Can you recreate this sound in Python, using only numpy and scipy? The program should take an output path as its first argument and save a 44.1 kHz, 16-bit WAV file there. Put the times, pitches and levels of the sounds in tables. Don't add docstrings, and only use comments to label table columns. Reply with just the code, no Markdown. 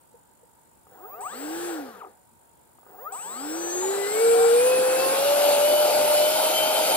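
import sys
import numpy as np
from scipy import signal
from scipy.fft import rfft, irfft, next_fast_len
from scipy.io import wavfile
from scipy.ndimage import uniform_filter1d, map_coordinates

SR = 44100
rng = np.random.default_rng(int(sys.argv[2]) if len(sys.argv) > 2 else 0)


def transcribe(u):
    v = np.clip(np.atleast_2d(u).T, -1, 1)
    q = np.round(v * 32767).astype(np.int16)
    wavfile.write(sys.argv[1], SR, q)


def volts_from_decibels(level):
    exponent = np.asarray(level, float) / 20
    return 10 ** exponent


N = 306936
T = np.arange(N) / SR

# f/Hz, level/dB
TRAFFIC_SPECTRUM = [(25, -33), (60, -3), (200, -3.5), (460, -5), (640, -5), (800, -5.5), (930, 4),
                    (1050, -11), (1200, -11.5), (1550, -11.5), (1750, -18), (2600, -21.5), (6300, -25),
                    (16000, -17)]
# f/Hz, level/dB
SERVO_SPECTRUM = [(6300, -27), (6900, 1.5), (7500, -0.5), (9500, 1.5), (11600, -12), (12500, -5),
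                  (14500, -31), (16000, -16.5)]
# t/s, level/dB, f/Hz, t60/s
TAPS = [
    (.141, -44.5, 476, 0.054),
    (.43, -48, 485.2, 0.0476),
]
# t/s, level/dB
KICKS = [(.868, -45), (.955, -50), (1.04, -47), (1.085, -45), (1.214, -34), (1.238, -38), (1.262, -37),
         (2.021, -33), (2.047, -34), (2.07, -39), (2.785, -45), (2.83, -46), (2.865, -43), (2.9, -45)]
# start t/s, end t/s, start f/Hz, end f/Hz, level/dB
SINGING_PANELS = [
    (1.187, 1.24, 407, 423, -43.5),
    (1.21, 1.313, 740, 734, -44.5),
    (0.987, 1.183, 740, 764, -50),
    (2.05, 2.276, 750, 740, -67),
    (2.928, 3.09, 730, 746, -54),
    (3.066, 3.165, 414, 423, -53.5),
    (3.115, 3.147, 740, 790, -35.5),
    (3.819, 3.87, 960, 780, -34),
    (4.342, 4.45, 725, 772, -29),
]
# f/Hz, width/Hz, level/dB
SHELL_MODES = [(415, 60, -5), (765, 60, 0), (960, 120, -5), (1230, 80, -1), (2600, 2500, -27)]
# t/s, new shaft f/Hz, time taken/s
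SPEED_STEPS = [(.823, 99, .4), (1.19, 231.2, .165), (1.2, 349.5, .36), (1.665, 150.6, .336),
               (1.987, 0, .041), (2.8, 119.1, .39), (3.096, 266.7, .295), (3.313, 344.7, .253),
               (3.653, 399.7, .255), (4.022, 464.8, .181), (4.481, 513.4, .166), (4.871, 534.6, .161),
               (5.09, 580.7, .181), (5.587, 599, .064), (6.202, 621.5, .082)]
# power on t/s, rotor caught t/s, power cut t/s, load level/dB
POWERED_RUNS = [
    (.87, 1.207, 1.74, -5),
    (2.79, 3.122, 7.5, 0),
]
# f/Hz, level/dB per Hz
ROAR_SLOW = [(30, -52), (90, -26), (200, -15), (320, -6), (490, 3), (620, -5), (800, 0.5), (950, -9),
             (1175, -9), (1500, -7), (1900, -15), (2300, -27)]
# f/Hz, level/dB per Hz
ROAR_FAST = [(30, -58), (90, -31.5), (200, -22), (300, -11), (450, -8), (550, -1), (730, -2), (880, -1.5),
             (1050, -15), (1175, -13.5), (1450, -10.5), (1750, -24.5), (2100, -43)]
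# f/Hz, level/dB
DUCT_SPECTRUM = [(1400, -33), (1950, -3.5), (2300, 2.5), (3050, 2), (3600, 1.5), (4500, 3.5), (5650, -2.5),
                 (6500, -7.5), (7500, -24)]
# f/Hz, level/dB
NOZZLE_SPECTRUM = [(5200, -47), (6300, -2.5), (7400, -4.5), (8200, 1), (9200, 0.5), (9700, 0.5),
                   (10800, -4.5), (12000, -3.5), (13500, -6.5), (14500, -6), (16000, -31)]
# shaft multiple, level/dB
COG_ORDERS = [(6, -9), (9, 0), (12, -9), (15, -13), (18, -1), (24, -15), (27, -10), (36, -9), (54, -17)]
# shaft multiple, level/dB
FAST_SIDEBANDS = [(-6, -3), (-12, -2), (-18, -11), (0, 0)]
# shaft multiple, level/dB
SLOW_CHOP_SIDEBANDS = [(9, -20), (18, -15), (-9, -18)]
# f/Hz, level/dB
CHOP_HISS = [(3500, -40), (4500, -12), (6600, -4), (8700, 3), (9800, 0), (11000, -10), (15000, -16)]
# shaft f/Hz, level/dB
COG_LEVEL = [(5, -67), (20, -47.5), (60, -42), (90, -37.5), (180, -35), (290, -37.5), (360, -60),
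             (460, -62)]
# shaft f/Hz, level/dB
FAST_CHOP_LEVEL = [(5, -70), (22, -64), (45, -56), (60, -48), (88, -60), (200, -56), (360, -54), (450, -75)]
# shaft f/Hz, level/dB
SLOW_CHOP_LEVEL = [(90, -38.5), (350, -38.5), (460, -31), (515, -40.5), (585, -41), (622, -58)]
# f/Hz, width/Hz, level/dB
MOUNT_MODES = [(309, 39, -35), (345, 75, -39.5), (385.5, 27, -28), (473, 21.7, -16.5), (496.7, 34, -20.5),
               (587, 30.5, -20.5), (645, 32, -33.5)]
# shaft f/Hz, level/dB
BLADE_LEVEL = [(90, -79), (150, -49.5), (340, -51.5), (415, -47), (535, -39.5), (580, -46.5), (597, -39),
               (622, -38)]
# shaft f/Hz, level/dB
POLE_LEVEL = [(100, -72), (300, -52), (365, -33.5), (402, -43), (460, -32), (535, -32), (598, -47),
              (620, -41.5)]
# shaft f/Hz, level/dB
FOURTH_BLADE_LEVEL = [(200, -86), (350, -76), (385, -56), (410, -62), (465, -45), (530, -42), (600, -45),
                      (622, -44)]
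# shaft multiple, level/dB at 600 Hz, duct mode f/Hz, width/Hz
WEAK_ORDERS = [(2, -38, 1065, 60), (3, -42, 1380, 130), (10, -44, 4000, 200), (12, -58, 3300, 700),
               (15, -35, 9400, 1200), (24, -46, 9200, 1000), (27, -46, 9200, 1000), (24, -53, 14950, 400)]
# f/Hz, phase/rad
PORT_LEAD = [(0, 0), (350, 1), (1400, 1.3), (2400, 1.2), (4500, 1.7), (5500, 2.5), (7600, 2.9), (9700, 3.1),
             (10700, 4.1), (11700, 5.4), (12800, 6.1), (14300, 6.7), (16000, 6.6)]
# f/Hz, level/dB
PORT_TILT = [(300, -1), (800, 2), (1175, 7), (1900, 8), (3600, 5), (5000, 2), (7700, 5), (8400, 1),
             (9500, -3), (10200, -6), (10850, -11), (12500, -7), (13500, -4), (15000, -2)]
# f/Hz, coherence
PORT_COHERENCE = [(60, .6), (150, .7), (800, .85), (1900, .55), (2900, .7), (5500, .5), (7000, .65),
                  (9000, .88), (10700, .48), (13000, .6)]


def unit(x):
    return x / np.sqrt(np.mean(x ** 2) + 1e-20)


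def along(points, hz):
    f, value = np.transpose(points)
    return np.interp(np.log(hz + 1), np.log(f + 1), value)


def wobble(rate):
    knots = rng.standard_normal(int(N * rate / SR) + 4)
    return map_coordinates(knots, [T * rate])


def filtered(x, response):
    m = next_fast_len(N + SR // 2)
    hz = np.fft.rfftfreq(m, 1 / SR)
    return irfft(rfft(x, m) * response(hz), m)[..., :N]


def rush(spectrum, patchy_db, gate=1):
    z = signal.stft(rng.standard_normal((2, N)), nperseg=512)[2]
    field = uniform_filter1d(rng.standard_normal(z.shape[1:]), 6, 0)
    field = uniform_filter1d(field, 10, 1)
    pair = signal.istft(z * volts_from_decibels(patchy_db * unit(field)), nperseg=512)[1][:, :N]
    return unit(filtered(pair * gate, lambda hz: volts_from_decibels(along(spectrum, hz))))


def tone(hz, db, flutter_db=-2.5, drift=0.18):
    phase = 2 * np.pi * np.cumsum(hz) / SR + drift * wobble(30)
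    level = np.sqrt(2) * volts_from_decibels(db + flutter_db * wobble(22))
    return level * np.sin(phase) * (hz < SR / 2.2)


def airframe(x):
    def response(f):
        total = 0
        for k, (center, width, db) in enumerate(SHELL_MODES):
            damping = 1j * f * width
            total = total + (-1) ** k * volts_from_decibels(db) * damping / (center * center - f * f + damping)
        return total
    return filtered(x, response)


def controls():
    inertia_s, release_db_s = .041, 194
    coast_drop_db = -13
    ease_s, ease_grows = .4, 3.5
    start, hz, took = np.transpose(SPEED_STEPS)
    steps = zip(start, np.diff(hz, prepend=0), took)
    demand = sum(change * np.clip((T - a) / b, 0, 1) for a, change, b in steps)
    keep = np.exp(-1 / (inertia_s * SR))
    shaft = np.abs(signal.lfilter([1 - keep], [1, -keep], demand))
    ahead = np.clip((demand - shaft) / (shaft + 20), -.3, .3)
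    run = np.clip(np.searchsorted([r[0] for r in POWERED_RUNS], T) - 1, 0, None)
    on, caught, cut, load_db = np.array(POWERED_RUNS)[run].T
    power_db = np.where(T > on, -release_db_s * np.clip(T - cut, 0, None), -120)
    caught_db = np.where(T > caught, power_db + load_db, -120)
    coasting = (T > cut) * (ahead > -.2) * 1.
    coast_db = coast_drop_db * uniform_filter1d(coasting, SR // 50)
    pole_db = ease_grows * load_db * np.clip((T - caught) / ease_s, 0, 1) ** 3
    return shaft, ahead, power_db, caught_db, coast_db, pole_db


def traffic():
    return volts_from_decibels(-59.0 + 0.91 * wobble(2.1)) * rush(TRAFFIC_SPECTRUM, patchy_db=1.0)


def servo():
    burst = .35 + np.clip(np.sin(2 * np.pi * 50 * T + 3.1) + .3, 0, 1)
    return volts_from_decibels(-65.5) * rush(SERVO_SPECTRUM, patchy_db=1.0, gate=burst)


def taps():
    out = np.zeros(N)
    for s, db, hz, t60 in TAPS:
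        t = np.clip(T - s, 0, None)
        envelope = volts_from_decibels(db + 9.0 - 60 * t / t60) * (1 - np.exp(-t / 0.006))
        out += envelope * np.sin(2 * np.pi * hz * t)
    return out


def rotor_kicks():
    kicks = np.zeros(N)
    for s, db in KICKS:
        kicks[round(s * SR):][:24] = volts_from_decibels(db + 16) * np.hanning(24)
    return airframe(kicks)


def singing_panels():
    out = np.zeros(N)
    for start, end, from_hz, to_hz, db in SINGING_PANELS:
        u = np.clip((T - start) / (end - start), 0, 1)
        envelope = np.sqrt(np.abs(np.sin(np.pi * u))) * (u < 1)
        out += envelope * tone(from_hz + (to_hz - from_hz) * u, db)
    return out


def jet(shaft, ahead, caught_db):
    running = np.clip((shaft - 80) / 20, 0, 1)
    octaves = np.log2(shaft / 600 + 1e-3)

    def flow(db, octave_db, push_db, crawl_db, gate_db):
        driven = running * volts_from_decibels(db + octave_db * octaves + push_db * ahead)
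        return np.hypot(driven, volts_from_decibels(crawl_db + gate_db))

    turning = np.clip(uniform_filter1d(shaft, SR // 16) / 14 - .2, 0, 1)
    full = np.pi / 2 * np.clip((shaft - 500) / 110, 0, 1)
    swell = .5 * wobble(6)
    roar = np.cos(full) * rush(ROAR_SLOW, patchy_db=1.6) + np.sin(full) * rush(ROAR_FAST, patchy_db=1.6)
    body = flow(-24.5, 13, -2, -51.5, gate_db=-1) * volts_from_decibels(swell - 2.0) * roar
    duct = flow(-28, 20, 24, -56.5, gate_db=caught_db) * volts_from_decibels(swell - 3.5)
    duct = duct * rush(DUCT_SPECTRUM, patchy_db=1.4)
    nozzle = flow(-33, 23, 38, -57, gate_db=caught_db) * volts_from_decibels(swell + 2.5)
    nozzle = nozzle * rush(NOZZLE_SPECTRUM, patchy_db=2.5)
    return turning * (body + duct + nozzle)


def cogging(shaft, coast_db):
    level_db = along(COG_LEVEL, shaft) + coast_db
    ripple = sum(tone(k * shaft, level_db + db + 1.5 * wobble(45), flutter_db=5) for k, db in COG_ORDERS)
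    return airframe(ripple) * (shaft > 1)


def chopper(shaft, power_db, caught_db):
    chop_hz = 7600 + 250 * np.exp(-shaft / 300)
    fast_db = along(FAST_CHOP_LEVEL, shaft) + power_db
    slow_db = along(SLOW_CHOP_LEVEL, shaft) + caught_db
    free_db = -14 * np.clip(shaft / 90 - 1, 0, 1)
    fast = sum(tone(2 * chop_hz + k * shaft, fast_db + db + free_db * (k != 0)) for k, db in FAST_SIDEBANDS)
    slow = tone(chop_hz, slow_db, flutter_db=.8, drift=.1)
    strain_db = -18 * np.clip(shaft / 140 - .8, 0, 2)
    for k, db in SLOW_CHOP_SIDEBANDS:
        slow += tone(chop_hz + k * shaft, slow_db + db + strain_db, flutter_db=4)
    hiss = volts_from_decibels(slow_db - 9) * rush(CHOP_HISS, patchy_db=1.5)[0]
    return fast + slow + hiss


def rotor(shaft, coast_db, pole_db):
    stiff_hz, stiff_db = 300, 17
    shake = sum(volts_from_decibels(db) ** 2 / (1 + ((shaft - hz) / w) ** 2) ** 2 for hz, w, db in MOUNT_MODES)
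    once_db = 10 * np.log10(shake) + stiff_db * np.log2(np.clip(shaft / stiff_hz, .01, 1))
    rough = np.clip((shaft - 560) / 60, 0, 1)
    fast = np.clip((shaft - 100) / 30, 0, 1)
    lines = tone(shaft, once_db + 1.1 * rough * wobble(60), flutter_db=-0.8, drift=0.084)
    blade_db = along(BLADE_LEVEL, shaft) + coast_db / 2 + 2 * wobble(50) + 3 * wobble(8)
    lines += tone(5 * shaft, blade_db, flutter_db=2, drift=.9)
    lines += tone(18 * shaft, along(POLE_LEVEL, shaft) + pole_db, flutter_db=2.5)
    lines += tone(20 * shaft, along(FOURTH_BLADE_LEVEL, shaft))
    for k, db, mode_hz, width_hz in WEAK_ORDERS:
        near = 1 / (1 + ((k * shaft - mode_hz) / width_hz) ** 2)
        lines += near * shaft / 600 * tone(k * shaft, db + coast_db + 3.2 * wobble(7))
    return fast * lines


def ports(direct, air):
    def spread(hz):
        angle = np.arccos(np.clip(along(PORT_COHERENCE, hz), -1, 1)) / 2
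        return [np.cos(angle), np.sin(angle)]

    def left_right(hz):
        lead = np.interp(hz, *np.transpose(PORT_LEAD))
        half = volts_from_decibels(along(PORT_TILT, hz) / 2) * np.exp(.5j * lead)
        return [half, 1 / half]

    mid, side = filtered(air, spread)
    return filtered(np.array([direct + mid + side, direct + mid - side]), left_right)


def scene():
    shaft, ahead, power_db, caught_db, coast_db, pole_db = controls()
    surroundings = traffic() + servo()
    direct = taps() + rotor_kicks() + singing_panels()
    air = jet(shaft, ahead, caught_db)
    direct += cogging(shaft, coast_db) + chopper(shaft, power_db, caught_db)
    direct += rotor(shaft, coast_db, pole_db)
    return ports(direct, air) + surroundings


def top_cut(x):
    return signal.sosfilt(signal.butter(12, 16610, fs=SR, output="sos"), x)


def record(dry):
    mix = filtered(dry, lambda hz: hz < 15750)
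    return top_cut(mix)


dry = scene()
out = record(dry)
transcribe(out)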